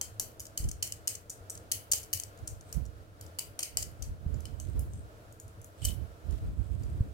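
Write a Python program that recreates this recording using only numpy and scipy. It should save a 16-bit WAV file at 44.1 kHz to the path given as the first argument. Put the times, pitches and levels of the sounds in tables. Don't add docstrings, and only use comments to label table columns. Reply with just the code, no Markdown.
import sys
import numpy as np
from scipy import signal
from scipy.fft import rfft, irfft, next_fast_len
from scipy.io import wavfile
from scipy.ndimage import uniform_filter1d, map_coordinates

SR = 44100
rng = np.random.default_rng(int(sys.argv[2]) if len(sys.argv) > 2 else 0)


def master(y):
    cut = np.clip(np.atleast_2d(y).T, -1, 1)
    pcm = np.round(cut * 32767)
    wavfile.write(sys.argv[1], SR, pcm.astype(np.int16))


N = 314433

# frequency in Hz, relative level in dB.
CLACK_COLOUR = [(150, -28), (600, -16), (1300, -39.5), (1950, -17), (2850, -14), (3480, -14.5),
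                (4400, -9.5), (6300, -0.5), (8000, 1), (9200, -1), (11000, 1), (13500, -3.5), (15800, -4)]
# start in seconds, relative level in dB,
# hollow tone in dB, bright edge in dB, seconds until the charm's second edge lands (0 for one clean hit).
CHARM_FLICKS = [(0.013, -30, 4, -5.5, 0.000013), (0.1972, -23, 1.5, -2.5, 0),
                (0.3966, -38, 1.5, -2.5, 0.0063), (0.5752, -30, 4, -3, 0.0014),
                (0.8254, -26.5, 6.5, -4.5, 0.0027), (1.0743, -25.5, 6, -4, 0.0037),
                (1.297, -34.5, -3.5, -9.5, 0.0042), (1.4984, -34.5, -6, -7, 0.0042),
                (1.7164, -25, 6, -1.5, 0.0036), (1.9152, -23, -3, -3.5, 0.0032),
                (1.9219, -23.5, 4, -4.5, 0.00047), (1.9336, -26, 6, -3.5, 0.0009),
                (2.13, -27.5, 8, 2, 0.0049), (2.4745, -35.5, -3, -7.5, 0.0029),
                (2.7264, -40, 4, -1, 0.00065), (3.211, -48, 8.5, 0, 0.00035),
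                (3.3871, -31, 10.5, -2, 0.0049), (3.591, -32, 10, -4, 0.0011),
                (3.6289, -30, 11, -5, 0.0033), (3.771, -25, 5.5, -6, 0.00038), (4.023, -38, 5, -7, 0.002)]
# start in seconds, relative level in dB, seconds until it bounces (0 for no bounce).
CHARM_SWINGS = [(0.454, -42, 0.013), (0.641, -41.5, 0.00076), (0.6877, -36.5, 0.0035),
                (0.7142, -35.5, 0.00023), (0.8744, -39, 0.0005), (0.922, -30.5, 0.00037),
                (1.152, -36.5, 0.002), (1.5524, -41.5, 0.023), (1.983, -39, 0.00073),
                (2.031, -42.5, 0.0055), (2.1739, -37, 0), (2.1991, -29, 0), (2.2355, -33.5, 0),
                (2.375, -54.5, 0.014), (2.6097, -50.5, 0.00043), (2.854, -51, 0.0082),
                (3.264, -52.5, 0.0007), (3.6055, -38, 0.00023), (3.655, -45, 0), (3.826, -31, 0.0027)]


def amp(db):
    return 10 ** (np.asarray(db) / 20)


def unit(x):
    return x / np.sqrt(np.mean(x ** 2) + 1e-20)


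def along(points, hz):
    frequencies, values = np.transpose(points)
    return np.interp(np.log(hz + 1), np.log(frequencies + 1), values)


def wobble(rate):
    return map_coordinates(rng.standard_normal(int(N * rate / SR) + 4), [np.arange(N) * rate / SR])


def filtered(x, response):
    size = next_fast_len(N + SR // 4)
    return irfft(rfft(x, size) * response(np.fft.rfftfreq(size, 1 / SR)), size)[..., :N]


def coloured(x, spectrum):
    return unit(filtered(x, lambda hz: amp(along(spectrum, hz))))


def causal(gain):
    cepstrum = irfft(np.log(np.maximum(gain, 1e-6)))
    half = len(cepstrum) // 2
    return np.exp(rfft(np.r_[cepstrum[0], 2 * cepstrum[1:half]], len(cepstrum)))


def add(out, s, x):
    start = int(np.clip(round(s * SR), 0, N - 1))
    out[:, start:start + x.shape[1]] += x[:, :N - start]


def room_tone(gain_db=8, swell_db=3, rumble_hz=170):
    # frequency in Hz, relative level in dB.
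    air_colour = [(20, -14.5), (60, -6.5), (100, 3), (135, -10.5), (210, -17), (285, -16.5), (316, -8.5),
                  (345, -19.5), (465, -10.5), (505, -16), (645, -12), (800, -22.5), (1170, -23.5),
                  (1350, -18), (2000, -30.5), (15000, -41)]
    # time in seconds, relative level in dB.
    air_level = [(0.0, -59.5), (2.8, -60.5), (7.13, -60.5)]
    # frequency in Hz, likeness from -1 (opposite) to 1 (same).
    air_likeness = [(120, 0.69), (270, 0.83), (550, 0.62), (850, 0.023), (1450, -0.69), (2200, 0.062)]
    spread = lambda hz: np.arccos(np.clip(along(air_likeness, hz), -1, 1)) / 2
    mid = filtered(rng.standard_normal(N), lambda hz: np.cos(spread(hz)))
    side = filtered(rng.standard_normal(N), lambda hz: np.sin(spread(hz)))
    rush = coloured(np.array([mid + side, mid - side]), air_colour)
    bass = filtered(rush, lambda hz: 1 / (1 + (hz / rumble_hz) ** 4))
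    waver = amp(1.5 * wobble(rate=11))
    swell = amp(swell_db * wobble(rate=19))
    level_db = np.interp(np.arange(N) / SR, *np.transpose(air_level))
    return amp(level_db + gain_db) * (bass * swell + (rush - bass) * waver)


def table_jolts(swell_cycles=0.36):
    # start in seconds, pitch in Hz, peak level in dB.
    bumps = [(0.6, 72, -28.5), (0.638, 55.3, -26), (4.087, 54.95, -30.5), (4.262, 92.3, -23.5),
             (7.005, 77, -14.5)]
    out, t = np.zeros((2, N)), np.arange(SR // 4) / SR
    for s, hz, db in bumps:
        age = t * hz / swell_cycles
        envelope = amp(db) * age ** 2 * np.exp(2 * (1 - age))
        sway = envelope * np.sin(2 * np.pi * hz * t + rng.uniform(0, 2 * np.pi))
        add(out, s, np.array([sway, sway]))
    return out


def puff_shape(peak_s, half_s, wake_db=-5.5, fall_db_per_s=113):
    t = np.arange(N) / SR - peak_s
    swell = np.exp(-(t / half_s) ** 2 / 2)
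    wake = (t > 0) * amp(wake_db - fall_db_per_s * np.maximum(t, 0))
    return np.maximum(swell, wake)


def air_puffs(gain_db=0.5, flutter_db=-17, even_s=0.067, bump_db=2, lasting_s=0.071):
    # time of the peak in seconds,
    # half length in seconds, relative level on the left in dB, and on the right in dB.
    gusts = [(0.66, 0.031, -29.5, -31.5), (2.428, 0.016, -44, -39.5), (2.524, 0.018, -40, -42.5),
             (2.776, 0.016, -62, -24), (2.826, 0.01, -60, -33), (3.833, 0.07, -72, -41.5),
             (4.027, 0.022, -35, -48), (4.105, 0.025, -35.5, -35.5), (4.33, 0.062, -69, -29),
             (4.55, 0.082, -72, -36.5), (4.692, 0.043, -64, -32.5), (4.791, 0.041, -34.5, -27),
             (4.94, 0.082, -40.5, -41), (5.883, 0.04, -52, -26.5), (6.008, 0.036, -64, -31),
             (6.318, 0.037, -68, -26.5), (6.473, 0.051, -32.5, -34.5), (6.604, 0.025, -74, -25.5),
             (6.733, 0.026, -65, -27), (6.813, 0.011, -61, -27.5), (6.95, 0.12, -38, -33)]
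    # frequency in Hz, relative level in dB.
    swirl_colour = [(20, -38), (40, -7.5), (58, 2.5), (90, -0.5), (125, -7.5), (180, -18), (300, -30),
                    (700, -70)]
    # frequency in Hz, relative level in dB.
    flutter_colour = [(70, -52), (170, -4.5), (250, 0), (400, -4.5), (700, -18.5), (6000, -42)]
    power, flow = np.zeros((2, N)), np.zeros(N)
    for s, half_s, left_db, right_db in gusts:
        gust = amp([[left_db], [right_db]]) ** 2 * puff_shape(s, half_s) ** 2
        power += gust
        flow += gust.mean(axis=0) * min(half_s / lasting_s, 1)
    swirls = coloured(rng.standard_normal((2, N)), swirl_colour)
    width = int(even_s * SR)
    swirl_power = uniform_filter1d(uniform_filter1d(swirls ** 2, width), width // 2)
    rumble = np.sqrt(power / (abs(swirl_power) + 1e-3)) * swirls
    fine_swirls = coloured(rng.standard_normal((2, N)), flutter_colour)
    flutter = np.sqrt(flow) * unit(fine_swirls * amp(bump_db * wobble(rate=30)))
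    return amp(gain_db) * rumble + amp(flutter_db) * flutter


def ticks(spectrum, rate, fade_s=0.0055):
    touches = (rng.random(N) < rate / SR) * rng.random(N)
    fade = amp(-60 * np.arange(SR // 20) / SR / fade_s)
    envelope = signal.fftconvolve(touches, fade)[:N]
    return coloured(envelope * rng.standard_normal((2, N)), spectrum)


def sliding(rub_db=-4, swish_hz=8400, swish_width_hz=900):
    # frequency in Hz, relative level in dB.
    skin_colour = [(1000, -17.5), (3000, 5.5), (7500, -4), (16000, -9)]
    # middle in seconds, half length in seconds, scrape in dB, swish in dB.
    strokes = [(2.69, 0.033, -70, -66), (4.666, 0.074, -69, -69), (4.967, 0.048, -72, -63.5),
               (5.873, 0.043, -49.5, -56), (6.35, 0.034, -63.5, -81), (6.75, 0.31, -75.5, -75.5)]
    t = np.arange(N) / SR
    scrape, swish = sum(amp([[scrape_db], [swish_db]]) * np.exp(-((t - s) / half_s) ** 2 / 2)
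                        for s, half_s, scrape_db, swish_db in strokes)
    grains = ticks(skin_colour, rate=300)
    rub = coloured(rng.standard_normal((2, N)), skin_colour)
    grit = unit(grains + amp(rub_db) * rub)
    hiss = unit(filtered(grit, lambda hz: np.exp(-((hz - swish_hz) / swish_width_hz) ** 2 / 2)))
    return scrape * grit + swish * hiss


def jostling(settle_db=-31, fall_db_per_s=130, skid_db=-21, skid_s=0.012):
    t = np.arange(N) / SR
    settle = sum((t > s) * amp(db + settle_db - fall_db_per_s * abs(t - s)) for s, db, *_ in CHARM_FLICKS)
    skid = sum(amp(db + skid_db) * np.exp(-((t - s) / skid_s) ** 2) for s, db, _ in CHARM_SWINGS)
    return (settle + skid) * ticks(CLACK_COLOUR, rate=130)


def in_room(direct, all_round, echo_db=-3.5, early_db=-5, first_wall_s=0.0105):
    # frequency in Hz, seconds to fade by 60 dB.
    echo_times = [(400, 0.91), (2500, 0.35), (7000, 0.21), (15000, 0.3)]
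    hz, t, noise = signal.stft(rng.standard_normal((2, SR // 3)), SR, nperseg=256)
    tail = signal.istft(noise * amp(-60 * t / along(echo_times, hz)[:, None]), SR, nperseg=256)[1]
    tail *= np.where(np.arange(tail.shape[1]) / SR < first_wall_s, amp(early_db), 1)
    out = amp(echo_db) * signal.fftconvolve(all_round, tail / np.linalg.norm(tail[0]), axes=1)
    out[:, :direct.shape[1]] += direct
    return out


def ringing(tones, t, scatter):
    hz, db, fade_s = np.transpose(tones)[:, :, None]
    grip = 1 + scatter * rng.standard_normal(hz.shape)
    return amp(db - 60 * t / fade_s) * np.sin(2 * np.pi * hz * grip * t)


def nail_knock(db, centre_hz=750, fade_s=0.05, size=2048):
    band = signal.butter(1, [centre_hz / 2, centre_hz * 2], "band", fs=SR, output="sos")
    burst = rng.standard_normal(size) * amp(-60 * np.arange(size) / SR / fade_s)
    knock = signal.sosfilt(band, signal.sosfilt(band, burst))
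    return amp(db) * np.array([knock, knock]) / knock[:SR // 200].std()


def heart_ring(db, rise_s=0.0015, size=4096):
    # pitch in Hz, relative level in dB, seconds to fade by 60 dB.
    heart_tones = [(3034, 5, 0.038), (4530, -7, .02), (7130, 0, .025), (8200, 3, .03), (10865, -5, .022),
                   (11620, -6, .02)]
    t = np.arange(size) / SR
    tones = ringing(heart_tones, t, scatter=0.009) * (1 - np.exp(-t / rise_s))
    return amp(db + rng.standard_normal((2, len(tones)))) @ tones


def clack(db, hollow_db, edge_db, walls_db, shell_db=-15.5, bead_db=-11, bead_count=12, size=4096):
    # pitch in Hz, relative level in dB, seconds to fade by 60 dB.
    shell_tones = [(3047, -10, 0.034), (4697, -9, 0.019), (5510, -8, 0.02263), (5980, -0.5, 0.019),
                   (6470, 4.5, 0.019), (7120, 5, 0.025), (8220, 4.5, 0.014), (9300, -4, 0.039),
                   (10260, -5, 0.027), (12570, -3.5, 0.039), (13800, -6, 0.044)]
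    rise_s, contact_s, crack_fade_s, bead_fade_s = 0.00022, 0.003, 0.008, 0.017
    alike, ring_share, right_lag_s = 0.75, 0.56, 0.0001844
    t, hz = np.arange(size) / SR, np.fft.rfftfreq(size, 1 / SR)
    colour = causal(amp(along(CLACK_COLOUR, hz)))
    shared, own = alike ** .5, (1 - alike) ** .5
    mics = np.array([[shared, own, 0], [shared, 0, own]])
    to_mics = lambda tones: mics @ rng.choice([-1, 1], (3, len(tones))) @ tones
    bead_hz = 4200 + 10500 * (np.arange(bead_count) + rng.random(bead_count)) / bead_count
    beads = to_mics(np.sin(2 * np.pi * bead_hz[:, None] * t)) * amp(bead_db - 60 * t / bead_fade_s)
    burst = mics @ rng.standard_normal((3, size)) * amp(-60 * t / crack_fade_s)
    crack = (burst + beads) * (1 - np.exp(-t / rise_s))
    shell = to_mics(ringing(shell_tones, t, scatter=0.02))
    delay = np.exp(-2j * np.pi * hz * np.array([[0], [right_lag_s * rng.uniform(.75, 1.25)]]))
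    direct = unit(irfft((rfft(crack) * colour + amp(shell_db) * rfft(shell)) * delay))
    all_round = ring_share ** .5 * direct + (1 - ring_share) ** .5 * unit(irfft(colour))
    # frequency in Hz, boost in dB.
    touch = [(1400, 0), (2100, hollow_db), (3000, hollow_db), (3600, 0),
             (4400, hollow_db), (6000, 0), (8800, 0), (10500, edge_db)]
    direct, all_round = irfft(rfft([direct, all_round]) * causal(amp(along(touch, hz))))
    return amp(db) * np.sqrt(contact_s * SR / size) * in_room(direct, amp(walls_db) * all_round)


def hit_and_repeat(s, db, gap_s, again_db):
    return [(s, db), (s + gap_s, db + again_db)] if gap_s > 0 else [(s, db)]


def bracelet(clack_db=0.5, left_db=1, cupped_db=-5, shaded_db=-2):
    # start in seconds, relative level in dB, hollow tone in dB, bright edge in dB.
    bead_clicks = [(4.3424, -50, -3, -15), (4.4051, -48.5, -1, -5), (4.4544, -42.5, 12, -7),
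                   (4.6, -37.5, 0.5, -7), (4.7932, -44, 1, 6), (4.935, -49, -12, -11),
                   (5.3245, -52.5, -3, 1), (5.3996, -42, -14, -3), (5.48, -51, -6, -6),
                   (5.6157, -51, -12, -2), (5.6442, -47, -13, 1), (5.8438, -37, -5, -2),
                   (5.8505, -26.5, -4, 1), (5.8545, -27.5, 5, -1), (6.309, -51.5, 5, -6),
                   (6.835, -53.5, 12, -2)]
    # start in seconds, relative level in dB.
    heart_hits = [(0.5757, -46), (4.4543, -47), (4.6, -57), (5.8205, -48), (5.8287, -46), (5.8436, -40),
                  (5.851, -31), (5.886, -38)]
    # start in seconds, relative level in dB.
    nail_hits = [(0.013, -52), (0.1971, -50.5), (1.9336, -53), (3.3877, -52.5), (3.591, -50.5),
                 (3.7711, -52)]
    out = np.zeros((2, N))
    for s, db, hollow_db, edge_db in bead_clicks:
        add(out, s, clack(db + clack_db, hollow_db, edge_db, walls_db=0))
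    for start, level, hollow_db, edge_db, gap_s in CHARM_FLICKS:
        for s, db in hit_and_repeat(start, level, gap_s, again_db=3):
            add(out, s, clack(db + clack_db, hollow_db, edge_db, walls_db=0))
    for start, level, bounce_s in CHARM_SWINGS:
        for s, db in hit_and_repeat(start, level, bounce_s, again_db=-1):
            add(out, s, clack(db + clack_db, hollow_db=4, edge_db=-8, walls_db=cupped_db))
    for s, db in heart_hits:
        ring = heart_ring(db)
        add(out, s, in_room(ring, amp(cupped_db) * ring))
    for s, db in nail_hits:
        knock = nail_knock(db)
        add(out, s, in_room(knock, amp(shaded_db) * knock))
    return out * amp([[left_db], [-left_db]])


def scene():
    return bracelet() + jostling() + sliding() + air_puffs() + table_jolts() + room_tone()


def record(dry):
    top_hz, slope_width_hz = 16000, 400
    return filtered(dry, lambda hz: np.clip((top_hz - hz) / slope_width_hz + .5, 0, 1))


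dry = scene()
out = record(dry)
master(out)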